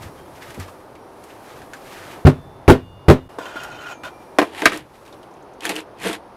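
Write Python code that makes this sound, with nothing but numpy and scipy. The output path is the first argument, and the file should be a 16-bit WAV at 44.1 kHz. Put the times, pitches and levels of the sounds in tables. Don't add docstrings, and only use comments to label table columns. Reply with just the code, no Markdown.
import sys
import numpy as np
from scipy import signal
from scipy.fft import rfft, irfft, next_fast_len
from scipy.io import wavfile
from scipy.ndimage import uniform_filter1d, map_coordinates

SR = 44100
rng = np.random.default_rng(int(sys.argv[2]) if len(sys.argv) > 2 else 0)


def file_out(sig):
    cols = np.atleast_2d(sig).T
    lim = np.clip(cols, -1, 1)
    pcm = np.round(lim * 32767).astype(np.int16)
    wavfile.write(sys.argv[1], SR, pcm)


def gain_from_db(level_db):
    decades = np.asarray(level_db, float) / 20
    return 10 ** decades


N = 280801
TIME = np.arange(N) / SR

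# frequency in Hz, level in dB per Hz.
HUM = [(120, -39), (200, -7), (392, 1), (437, -4), (480, -2), (904, -3.5), (1140, -8), (1900, -20.5),
       (3480, -28.5), (5000, -31.5), (6500, -37), (11000, -120)]
# frequency in Hz, level in dB per Hz.
TREMOR = [(15, -30), (25, -5), (60, -5.5), (90, 0), (115, 1), (145, 0.5), (200, -6), (260, -44)]
# frequency in Hz, level in dB per Hz.
HISS = [(2000, -30.5), (3500, -6.5), (7500, -5.5), (10300, -1), (13000, -5), (15700, -8)]
# multiple of the base frequency, level in dB.
WHINE = [(9, -79), (10, -78), (11, -80), (12, -89)]
WHINE_HZ = 997.7
HUM_DB, TREMOR_DB, HISS_DB = -43, -55, -71
# peak time in seconds, peak in dB, rise and fall in s per 20 dB.
SHUDDERS = [
    (0.0, -43, .05, .55),
    (.51, -48, .15, .1),
    (1.57, -48, .07, .25),
    (2.0, -50, .12, .45),
    (3.67, -48, .25, .25),
    (4.05, -49, .05, .12),
    (4.8, -44, .15, .1),
    (6.04, -47, .07, .15),
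]
# peak time in seconds, peak in dB, rise and fall in s per 20 dB.
SHOVES = [
    (0.0, -46, .05, .5),
    (.55, -44, .25, .25),
    (1.52, -46, .3, .6),
    (2.19, -41.5, .9, .05),
    (3.33, -45, .05, .9),
    (4.64, -31, .1, .17),
]
# time in seconds, depth in dB.
DUCKS = [
    (2.33, 2),
    (2.8, 7),
    (3.2, 8.5),
    (4.82, 6.5),
]
DUCK_HOLD_S, DUCK_RECOVER_S = .07, .24
AFTERSHAKE_DB, AFTERSHAKE_LAG_S, AFTERSHAKE_FALL_S = -50, .09, .6

# time in seconds, peak in dB, centre in Hz, brightness in dB.
TICKS = [(0.023, -27, 1850, -1), (0.0844, -32, 1550, -18), (0.3594, -35, 5540, -13),
         (0.4224, -25, 1970, -32), (0.5048, -25, 1860, -10), (0.5447, -26, 2130, -10),
         (0.599, -22.5, 1490, -5), (0.6809, -26, 1100, -30), (.694, -36, 3000, -2),
         (0.9524, -33, 2140, -26), (1.239, -30.5, 2200, 0), (1.3036, -32.5, 2560, -25),
         (1.6175, -28, 1520, -25), (1.7345, -17.5, 1600, -15), (2.112, -32, 2300, -25),
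         (3.635, -20.5, 1630, -8), (5.052, -38, 2400, -3), (5.063, -35, 3800, -6), (5.078, -33, 2700, -14),
         (5.126, -32, 3600, -12), (5.14, -40, 2500, -14), (5.23, -35, 3100, -12), (5.31, -44, 6000, -12),
         (5.338, -43, 6400, -12), (5.368, -39, 2600, -20), (5.425, -45, 6300, -12), (5.535, -42, 6200, -15)]
# time in seconds, peak in dB, centre in Hz, brightness in dB.
LUMPS = [(2.679, -4, 2200, -40), (3.0818, -17.5, 1550, -29.5), (4.5118, -30, 1500, -22),
         (4.5472, -25, 1930, -15), (4.604, -22, 2000, -12), (4.7203, -24, 8000, 0), (4.744, -20, 1900, -12),
         (4.774, -16, 1906, 3), (5.6068, -21, 3360, -10), (5.6346, -17, 2610, -15.5),
         (5.6528, -2.5, 1830, -8.5), (5.622, -24, 2600, -18), (5.6667, -12, 3260, -20),
         (5.711, -16, 2700, -12), (5.788, -20, 2800, -14), (5.804, -22, 2500, -8), (5.693, -6, 2300, -6),
         (5.7555, -16, 2540, -8), (5.7632, -10, 2700, -12), (5.9859, -32, 2500, -25),
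         (5.9999, -29, 2700, -6), (6.0183, -23, 2180, -20), (6.0325, -15, 1950, -6),
         (6.051, -15, 1700, -14), (6.0714, -13, 1580, -12), (6.083, -15, 8500, -2),
         (6.0894, -13, 1590, -18), (6.111, -18, 1300, -20), (6.13, -11, 3170, -6)]
TICK_T60_S, TICK_T60_PER_DB = .08, .0015
LUMP_T60_S = .075
LUMP_SNAP, SNAP_T60_S = 2.5, .014

# peak time in seconds, peak in dB, rise and fall in s per 20 dB.
RUSTLE = [(.032, -41, .04, .09), (.186, -51, .08, .19), (.36, -49, .08, .11), (.424, -43.5, .03, .4),
          (.602, -34.5, .015, .06), (.69, -50, .06, .03), (1.31, -52, .22, .09), (1.556, -47.5, .45, .25),
          (1.77, -47, .03, .04), (1.86, -45, .12, .3), (1.99, -42.5, .25, .3), (2.13, -44, .2, .12),
          (3.292, -53, .005, .15), (4.1, -53, .02, .05), (4.228, -55, .09, .08), (4.37, -55, .08, .02),
          (4.966, -54, .2, .2), (5.058, -53, .015, .14), ]
# frequency in Hz, level in dB per Hz.
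CLOTH = [(530, -22), (900, -22.5), (1240, -1.5), (1400, -9.5), (1510, -4), (4630, -15.5), (10700, -24),
         (14400, -22), (15700, -40)]
SHEEN_DB, SHEEN_GROWS, SHEEN_S = -35.5, .45, .25

# time in seconds, boom, upper boom and boards in dB, damping factor.
THUDS = [
    (.055, -29.5, -52, -39.5, 1.2),
    (0.577, -46, -31, -31.5, 1.1),
    (.588, -28, -54, -47, 0.45),
    (4.386, -34, -33, -50, 1.5),
    (4.656, -25, -26, -50, 1.5),
]
THUD_RATTLE_DB = -60
# time in seconds, strength in dB, boards in relative dB,
# delay of the rebound in seconds, upper boom of the rebound in relative dB.
BLOWS = [
    (2.2504, 6.5, -19, .0136, -1.5),
    (2.6802, 8.6, -5, .0168, -13.5),
    (3.083, 5.7, -4, .015, -5.5),
]
# frequency in Hz, level in dB, t60 in seconds.
BOOM = [(41.8, -12, .12), (90.5, 4.5, 0.12), (95.2, -42.5, 1.23)]
# frequency in Hz, level in dB, t60 in seconds.
UPPER = [(144.9, 0.5, 0.12), (205.2, -7.5, 0.13), (140, -47, 0.9), (262, -38, .5), (345, -43, .6)]
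# frequency in Hz, level in dB, t60 in seconds.
BOARDS = [(226, -4, .14), (262, 1, 0.17), (326, -4.5, .13), (348, -3, .11), (402, 4, 0.11),
          (445.4, -6.5, 0.16), (484, -8, 0.094), (532, -6, 0.1), (608, -8, 0.15), (664, -11.5, 0.11),
          (785, -7.5, 0.093), (996, -16, .09), (1177, -15, .09), (1387, -10.5, 0.11)]
# frequency in Hz, level in dB per Hz.
RATTLE = [(290, -29), (500, -3.5), (957, -6), (1780, -13), (3880, -22.5), (4480, -27), (5170, -31),
          (11800, -50), (15700, -70)]
UPPER_DB, UPPER_GROWS, RATTLE_DB, RATTLE_GROWS, DAMPING = 0.2, -.01, -13.5, .36, 1.11
REBOUND_BOOM_DB, REBOUND_BOARD_DB, REBOUND_RATTLE_DB = -31, 2, -16.5
REBOUND_DAMPING, REBOUND_GROWS = 1.32, .25

# time in seconds, frequency in Hz, level in dB, t60 in seconds.
TUBES = [(.17, 3200, -50, .3), (.1, 5642, -66, .9), (2.3, 3531, -58, 3.7), (2.3, 1717, -61, 2.5),
         (2.74, 2842, -54.5, 4), (2.78, 3531, -60, 3.3), (2.78, 4603, -71, 2.5), (3.17, 2870, -59, 2.3),
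         (3.19, 3560, -60, 0.89), (3.29, 2800, -52, .25), (3.899, 2366, -50, 1.6), (3.905, 6750, -42, 0.18),
         (3.92, 6370, -48, 0.33), (4.08, 2379, -57, 1.6), (4.1, 5620, -66, 2.8), (.98, 5642, -66, 1.2),
         (5.1, 5642, -70, 1.2)]

# peak time in seconds, peak in dB, rise and fall in s per 20 dB.
DRAWS = [
    (1.975, -50, .04, .2),
    (2.04, -47, .12, .15),
    (2.11, -50, .05, .06),
    (2.14, -48, .04, .1),
    (2.19, -52, .06, .06),
]
# frequency in Hz, width in Hz, level in dB.
BLADE = [(1250, 90, -3), (1520, 60, 0), (1660, 50, -3), (1800, 70, -2), (2140, 70, -5), (2430, 70, -8),
         (2900, 200, -12)]

# time in seconds, level in dB, share riding on its rim from 0 to 1.
DRAG = [
    [(3.38, -80, 0.9), (3.386, -33.5, 0.14), (3.486, -35.5, 0.47), (3.51, -40.5, 0.45), (3.59, -34, 0.55),
     (3.76, -41.5, .98), (3.93, -36, 0.78), (3.95, -50, 0.65), (3.98, -56, 0.65)],
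    [(4.03, -60, 0.65), (4.036, -33.5, 0.5), (4.08, -34, 0.6), (4.12, -60, 0.4)],
]
# time in seconds, strength in dB over the slide, fall in s per 20 dB.
CATCHES = [(3.455, 4, .05), (3.5584, 5, .04), (3.5998, 6, .06), (3.6343, 3, .03), (3.7216, 4, .04),
           (3.744, 5, .05), (3.8019, 3, .02), (3.8114, 4, .04), (3.8308, 3, .04), (3.8612, 4, .06),
           (3.885, 2, .04), (3.9101, 3.5, .05), (4.0473, 3, .04)]
# frequency in Hz, width in Hz, level in dB.
SHEET = [(640, 120, 0.5), (1034, 40, 4.5), (1470, 78, 2.5), (2430, 61, -9), (1740, 90, -9),
         (3160, 70, -4.5), (3540, 60, -10), (4750, 130, -17), (7290, 40, -20), (5860, 180, -27),
         (6630, 70, -17), (7970, 90, -24), (12500, 50, -24)]
# frequency in Hz, width in Hz, level in dB.
RIM = [(623, 79, -8), (800, 150, -6.5), (1420, 55, 7), (1910, 88, -13.5), (2494, 60, -7), (2810, 110, -9),
       (3040, 50, -9), (3570, 82, -18), (5600, 170, -22), (7320, 40, -23), (4120, 140, -21),
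       (6580, 70, -19), (12300, 70, -25)]
# frequency in Hz, level in dB per Hz.
SCUFF = [(300, -12), (800, 1), (3000, -9), (8000, -18.5), (15700, -30)]

# time in seconds, strength
# in dB, low modes in relative dB (how flat it strikes), # grit in relative dB.
DROPS = [(3.386, -36, 11, -8), (3.557, -31, -3, -16), (4.035, -24.5, -13, -22.5), (4.386, -5, -1.5, -10),
         (4.391, -11, -6, -14), (4.399, -12.5, -6, -20), (4.4162, -14.5, -2, -12), (4.426, -13, -3, -36),
         (4.62, -20, -5, -4), (4.656, 6, -17.5, -6.5), (4.72, -17, -24, -19.5), (4.732, -17.5, -22, -17.5)]
# frequency in Hz, level in dB, t60 in seconds.
TRAY_BELLY = [(310.6, 5, 0.071), (342, -2.5, 0.11)]
# frequency in Hz, level in dB, t60 in seconds.
TRAY_LOW = [(442, 14.5, 0.024), (494, -4.5, 0.09), (626, 1.5, 0.088), (661, 1.5, 0.067), (802, 11, 0.023),
            (1031, 7, .05)]
# frequency in Hz, level in dB, t60 in seconds.
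TRAY_HIGH = [(1186, -6, 0.07), (1267, -3, 0.055), (1590, -3, 0.054), (1850, -4.5, 0.075),
             (1900, -0.5, 0.028), (2295, -9.5, 0.091), (2390, -12, .04), (2750, -7, 0.02)]
# frequency in Hz, level in dB per Hz.
CRACK = [(880, -25), (1500, 0), (3780, -12), (4920, -18), (8210, -27), (10500, -25), (15700, -41)]

# peak time in seconds, peak in dB, rise and fall in s per 20 dB.
BITES = [
    (4.44, -38, .02, .09),
    (4.61, -31, .12, .04),
    (4.652, -30, .04, .03),
    (4.69, -33, .05, .04),
    (4.735, -29.5, .03, .085),
    (5.658, -26, .045, .07),
    (5.696, -22.5, .005, .05),
    (5.78, -31, .075, .05),
    (6.064, -24, .068, .09),
    (6.134, -27, .015, .04),
]
# peak time in seconds, peak in dB, rise and fall in s per 20 dB.
LOADS = [
    (4.45, -34, .02, .11),
    (4.635, -26, .02, .08),
    (4.72, -29, .09, .12),
    (5.685, -24, .055, .13),
    (5.78, -32, .08, .06),
    (6.075, -22, .06, .1),
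]
# frequency in Hz, level in dB per Hz.
SAND = [(410, -27), (700, -4), (862, 0.5), (1190, -6), (1860, -2.5), (3290, -5.5), (6070, -20.5),
        (6740, -18), (11000, -18), (13600, -27), (15700, -39.5)]
# frequency in Hz, width in Hz, level in dB.
LOADED_BELLY = [(187.6, 16, -6), (312, 24, 2), (466, 69, -4.5), (681, 20, -8)]
STROKE_CURVE = 1.4
FINES_DB, FINES_GROW, FINES_HZ = 1.2, 1.12, 5200

# frequency in Hz, t60 in seconds.
SHOP = [(150, 0.23), (1000, 0.15), (8000, 0.062)]
# time in seconds, half width in seconds, depth in dB.
CHANGE = (3.2865, .004, -16)
BENCH_AGAIN_S = 4
CLIP_TOP, CLIP_HARD = .93, 7
EMPHASIS_HZ = 6500


def unit(x):
    return x / np.sqrt(np.mean(x ** 2) + 1e-20)


def along(points, hz):
    f, v = np.transpose(points)
    return np.interp(np.log(hz + 1), np.log(f + 1), v)


def filtered(x, response):
    n = x.shape[-1]
    m = next_fast_len(n + SR // 8)
    return irfft(rfft(x, m) * response(np.fft.rfftfreq(m, 1 / SR)), m)[..., :n]


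def coloured(x, spectrum):
    return unit(filtered(x, lambda hz: gain_from_db(along(spectrum, hz))))


def resonances(modes):
    def response(f):
        return sum((-1) ** k * gain_from_db(db) * 1j * f * width / (hz * hz - f * f + 1j * f * width)
                   for k, (hz, width, db) in enumerate(modes))
    return response


def wobble(rate, size=N):
    knots = rng.standard_normal(int(size * rate / SR) + 4)
    return map_coordinates(knots, [TIME[:size] * rate], order=2)


def white():
    return rng.standard_normal(N)


def grit(clump_db, clump_rate, spike_db, size=N):
    grains = rng.standard_normal(size)
    return grains * gain_from_db(clump_db * wobble(clump_rate, size=size) + spike_db * wobble(1500, size=size))


def ring(modes, t, damping, attack, scatter_db, rough=0):
    luck = rng.standard_normal((len(modes), 2))
    steps = rng.standard_normal((len(modes), len(t) if rough else 1))
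    stray = rough * np.cumsum(steps, axis=1) / np.sqrt(SR)
    tone = 0
    for (hz, db, t60), (a, b), drift in zip(modes, luck, stray):
        decay = gain_from_db(db + scatter_db * a - 60 * t * damping / t60)
        tone = tone + decay * np.sin(2 * np.pi * hz * t + 0.41 * scatter_db * b + drift)
    return tone * (1 - np.exp(-t / attack))


def add(track, s, x):
    part = track[round(s * SR):][:len(x)]
    part += x[:len(part)]


def swells(rows, curve=1):
    t = TIME[::16]
    power = 0
    for s, db, rise, fall in rows:
        distance = np.where(t < s, (s - t) / rise, (t - s) / fall)
        power = power + gain_from_db(db - 20 * distance ** curve) ** 2
    return np.interp(TIME, t, np.sqrt(power))


def ducking():
    shape_s = [-.05, 0, DUCK_HOLD_S, DUCK_HOLD_S + DUCK_RECOVER_S]
    depth_db = 0
    for s, db in DUCKS:
        same_scene = (TIME < CHANGE[0]) == (s < CHANGE[0])
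        depth_db = depth_db + db * np.interp(TIME - s, shape_s, [0, 1, 1, 0]) * same_scene
    return gain_from_db(-depth_db)


def air():
    after = [(s + AFTERSHAKE_LAG_S, db + AFTERSHAKE_DB, .05, AFTERSHAKE_FALL_S) for s, db, *_ in BLOWS]
    duck = ducking()
    hum = np.hypot(gain_from_db(HUM_DB) * duck, swells(SHOVES)) * coloured(white(), HUM)
    shaking = swells(SHUDDERS) + swells(after) * (TIME < CHANGE[0])
    tremor = np.hypot(gain_from_db(TREMOR_DB), shaking) * coloured(white(), TREMOR)
    hiss = gain_from_db(HISS_DB) * coloured(white(), HISS)
    whine = sum(np.sqrt(2) * gain_from_db(db + 1.2 * wobble(9)) * np.sin(2 * np.pi * k * WHINE_HZ * TIME)
                for k, db in WHINE)
    return hum + tremor + duck * (hiss + whine)


def ticks():
    out, t = np.zeros(N), np.arange(SR // 8) / SR
    events = [(*row, TICK_T60_S + TICK_T60_PER_DB * (row[1] + 30), .61) for row in TICKS]
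    events += [(*row, LUMP_T60_S, LUMP_SNAP) for row in LUMPS]
    for s, db, hz, bright_db, t60, snap in events:
        front = 1 + snap * gain_from_db(-60 * t / SNAP_T60_S)
        burst = gain_from_db(-60 * t / max(t60, .03)) * front * rng.standard_normal(len(t))
        burst = filtered(burst, resonances([(hz, 0.15 * hz, 0), (7500, 6000, bright_db - 7)]))
        add(out, s, gain_from_db(db - 7.0) * burst / np.max(np.abs(burst)))
    return out


def rustle():
    moving = swells(RUSTLE)
    slow = np.abs(uniform_filter1d(moving, round(SHEEN_S * SR)))
    sheen = gain_from_db(SHEEN_DB) * slow ** SHEEN_GROWS
    grains = moving * gain_from_db(1.0) * coloured(grit(1.6, 40, 1.5), CLOTH)
    return grains + ducking() * sheen * coloured(white(), HISS)


def contacts():
    rows = [(s, boom_db, upper_db, board_db, THUD_RATTLE_DB, damping)
            for s, boom_db, upper_db, board_db, damping in THUDS]
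    for s, db, board_db, lag, upper_db in BLOWS:
        rows.append((s, db, db + UPPER_DB + UPPER_GROWS * board_db, db + board_db,
                     db + RATTLE_DB + RATTLE_GROWS * board_db, DAMPING))
        rows.append((s + lag, db + REBOUND_BOOM_DB, db + upper_db,
                     db + REBOUND_BOARD_DB + REBOUND_GROWS * board_db,
                     db + REBOUND_RATTLE_DB, REBOUND_DAMPING))
    return rows


def blows():
    out, shake, t = np.zeros(N), np.zeros(N), np.arange(SR // 2) / SR
    for s, boom_db, upper_db, board_db, rattle_db, damping in contacts():
        boom = gain_from_db(boom_db) * ring(BOOM, t, damping, 0.0067, 0.46)
        upper = gain_from_db(upper_db) * ring(UPPER, t, damping, 0.0021, 0.8)
        boards = ring(BOARDS, t[:SR // 3], damping, .001, scatter_db=1.5, rough=12)
        add(out, s, boom + upper)
        add(out, s, gain_from_db(board_db - 5) * boards)
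        jump = gain_from_db(rattle_db - 60 * t * damping / 0.12)
        settle = gain_from_db(rattle_db - 19 - 60 * t / 0.27)
        add(shake, s, (jump + settle) * (1 - np.exp(-t / 0.0045)))
    return out + shake * coloured(grit(1.2, 150, 1.5), RATTLE)


def tubes():
    out, t = np.zeros(N), np.arange(SR // 2) / SR
    stilled = np.cos(np.pi * t) ** .2
    for s, hz, db, t60 in TUBES:
        add(out, s, ring([(hz, db, t60)], t, damping=1, attack=.01, scatter_db=0, rough=4) * stilled)
    return out * gain_from_db(1.1 * wobble(15))


def blade():
    return swells(DRAWS) * unit(filtered(grit(2.5, 60, 2.5), resonances(BLADE)))


def shaken(modes, slips):
    total = 0
    for mode in modes:
        tone = filtered(slips * grit(3, 45, 5, size=SR), resonances([mode]))
        flexed = np.cumsum(1 + .007 * wobble(16, size=SR))
        total = total + map_coordinates(tone, [flexed])
    return unit(total)


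def drag():
    rows, out = np.vstack(DRAG), np.zeros(N)
    t = rows[0, 0] + TIME[:SR]
    caught = sum((gain_from_db(db) - 1) * gain_from_db(-20 * np.abs(t - s) / fall) * (t > s) for s, db, fall in CATCHES)
    slips = (1 + caught) * gain_from_db(1.2 * wobble(90, size=SR))
    rim = np.clip(np.interp(t, rows[:, 0], rows[:, 2]), 0, 1)
    steel = rim * shaken(RIM, slips) + (1 - rim) * shaken(SHEET, slips)
    scuff = coloured(grit(1.9, 68.4, 2.2, size=SR), SCUFF)
    add(out, t[0], gain_from_db(3.5) * steel + gain_from_db(-11) * scuff)
    level = sum(gain_from_db(np.interp(TIME, r[:, 0], r[:, 1], -150, -150)) for r in map(np.array, DRAG))
    return level * out


def drops():
    out, crack, t = np.zeros(N), np.zeros(N), np.arange(SR // 4) / SR
    for s, db, flat_db, crack_db in DROPS:
        belly = gain_from_db(flat_db + 1.2 + .2 * db) * ring(TRAY_BELLY, t, 1, .0015, scatter_db=1, rough=9)
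        low = gain_from_db(flat_db - 5.0) * ring(TRAY_LOW, t, 1, .0008, scatter_db=2, rough=12)
        high = gain_from_db(-8.5) * ring(TRAY_HIGH, t, 1, .0003, scatter_db=1.5, rough=18)
        add(out, s, gain_from_db(db) * (belly + low + high))
        add(crack, s, gain_from_db(db + crack_db + 4.5) * (gain_from_db(-60 * t / 0.029) + gain_from_db(-17 - 60 * t / 0.15)))
    out = filtered(out, lambda hz: (1j * hz / (150 + 1j * hz)) ** 2)
    return out + crack * coloured(grit(1.5, 200, 0.77), CRACK)


def strokes():
    crunch = coloured(grit(.8, 110, 2.5), SAND)
    fines = filtered(crunch, lambda hz: 1 / (1 + (FINES_HZ / (hz + 1)) ** 6))
    bite = swells(BITES, STROKE_CURVE)
    fines_gain = gain_from_db(FINES_DB) * bite * (bite / bite.max()) ** (FINES_GROW - 1)
    sand = bite * (crunch - fines) + fines_gain * fines
    belly = unit(filtered(grit(2.1, 50, 0.5), resonances(LOADED_BELLY)))
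    return gain_from_db(-1.5) * sand + gain_from_db(-2.0) * swells(LOADS, STROKE_CURVE) * belly


def shop(x):
    hz, t, z = signal.stft(rng.standard_normal(SR // 2), SR, nperseg=256)
    decay = gain_from_db(-60 * t / along(SHOP, hz)[:, None])
    tail = signal.istft(z * decay, SR, nperseg=256)[1]
    return signal.fftconvolve(np.pad(x, (300, 0)), tail / np.linalg.norm(tail))[:N]


def scene():
    bench_heard = (TIME < CHANGE[0]) | (TIME > BENCH_AGAIN_S)
    hits = blows() * bench_heard + drops() + ticks()
    mix = hits + gain_from_db(-22) * shop(hits)
    mix = mix + tubes() + drag() + strokes() + blade() + rustle() + air()
    return mix[None]


def band_limit(x):
    return signal.sosfilt(signal.butter(12, 15850, fs=SR, output="sos"), x)


def record(dry):
    def lift(hz):
        return 1 + 1j * hz / EMPHASIS_HZ

    def capsule(hz):
        return 1j * hz / (5 + 1j * hz) / (1 + (hz / 15500) ** 16) / lift(hz)

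    x = filtered(dry[0], lift)
    x = x / (1 + np.abs(x / CLIP_TOP) ** CLIP_HARD) ** (1 / CLIP_HARD)
    x = filtered(x, capsule)
    s, width, db = CHANGE
    x = x * gain_from_db(db * np.exp(-((TIME - s) / width) ** 2))
    return band_limit(x[None])


dry = scene()
out = record(dry)
file_out(out)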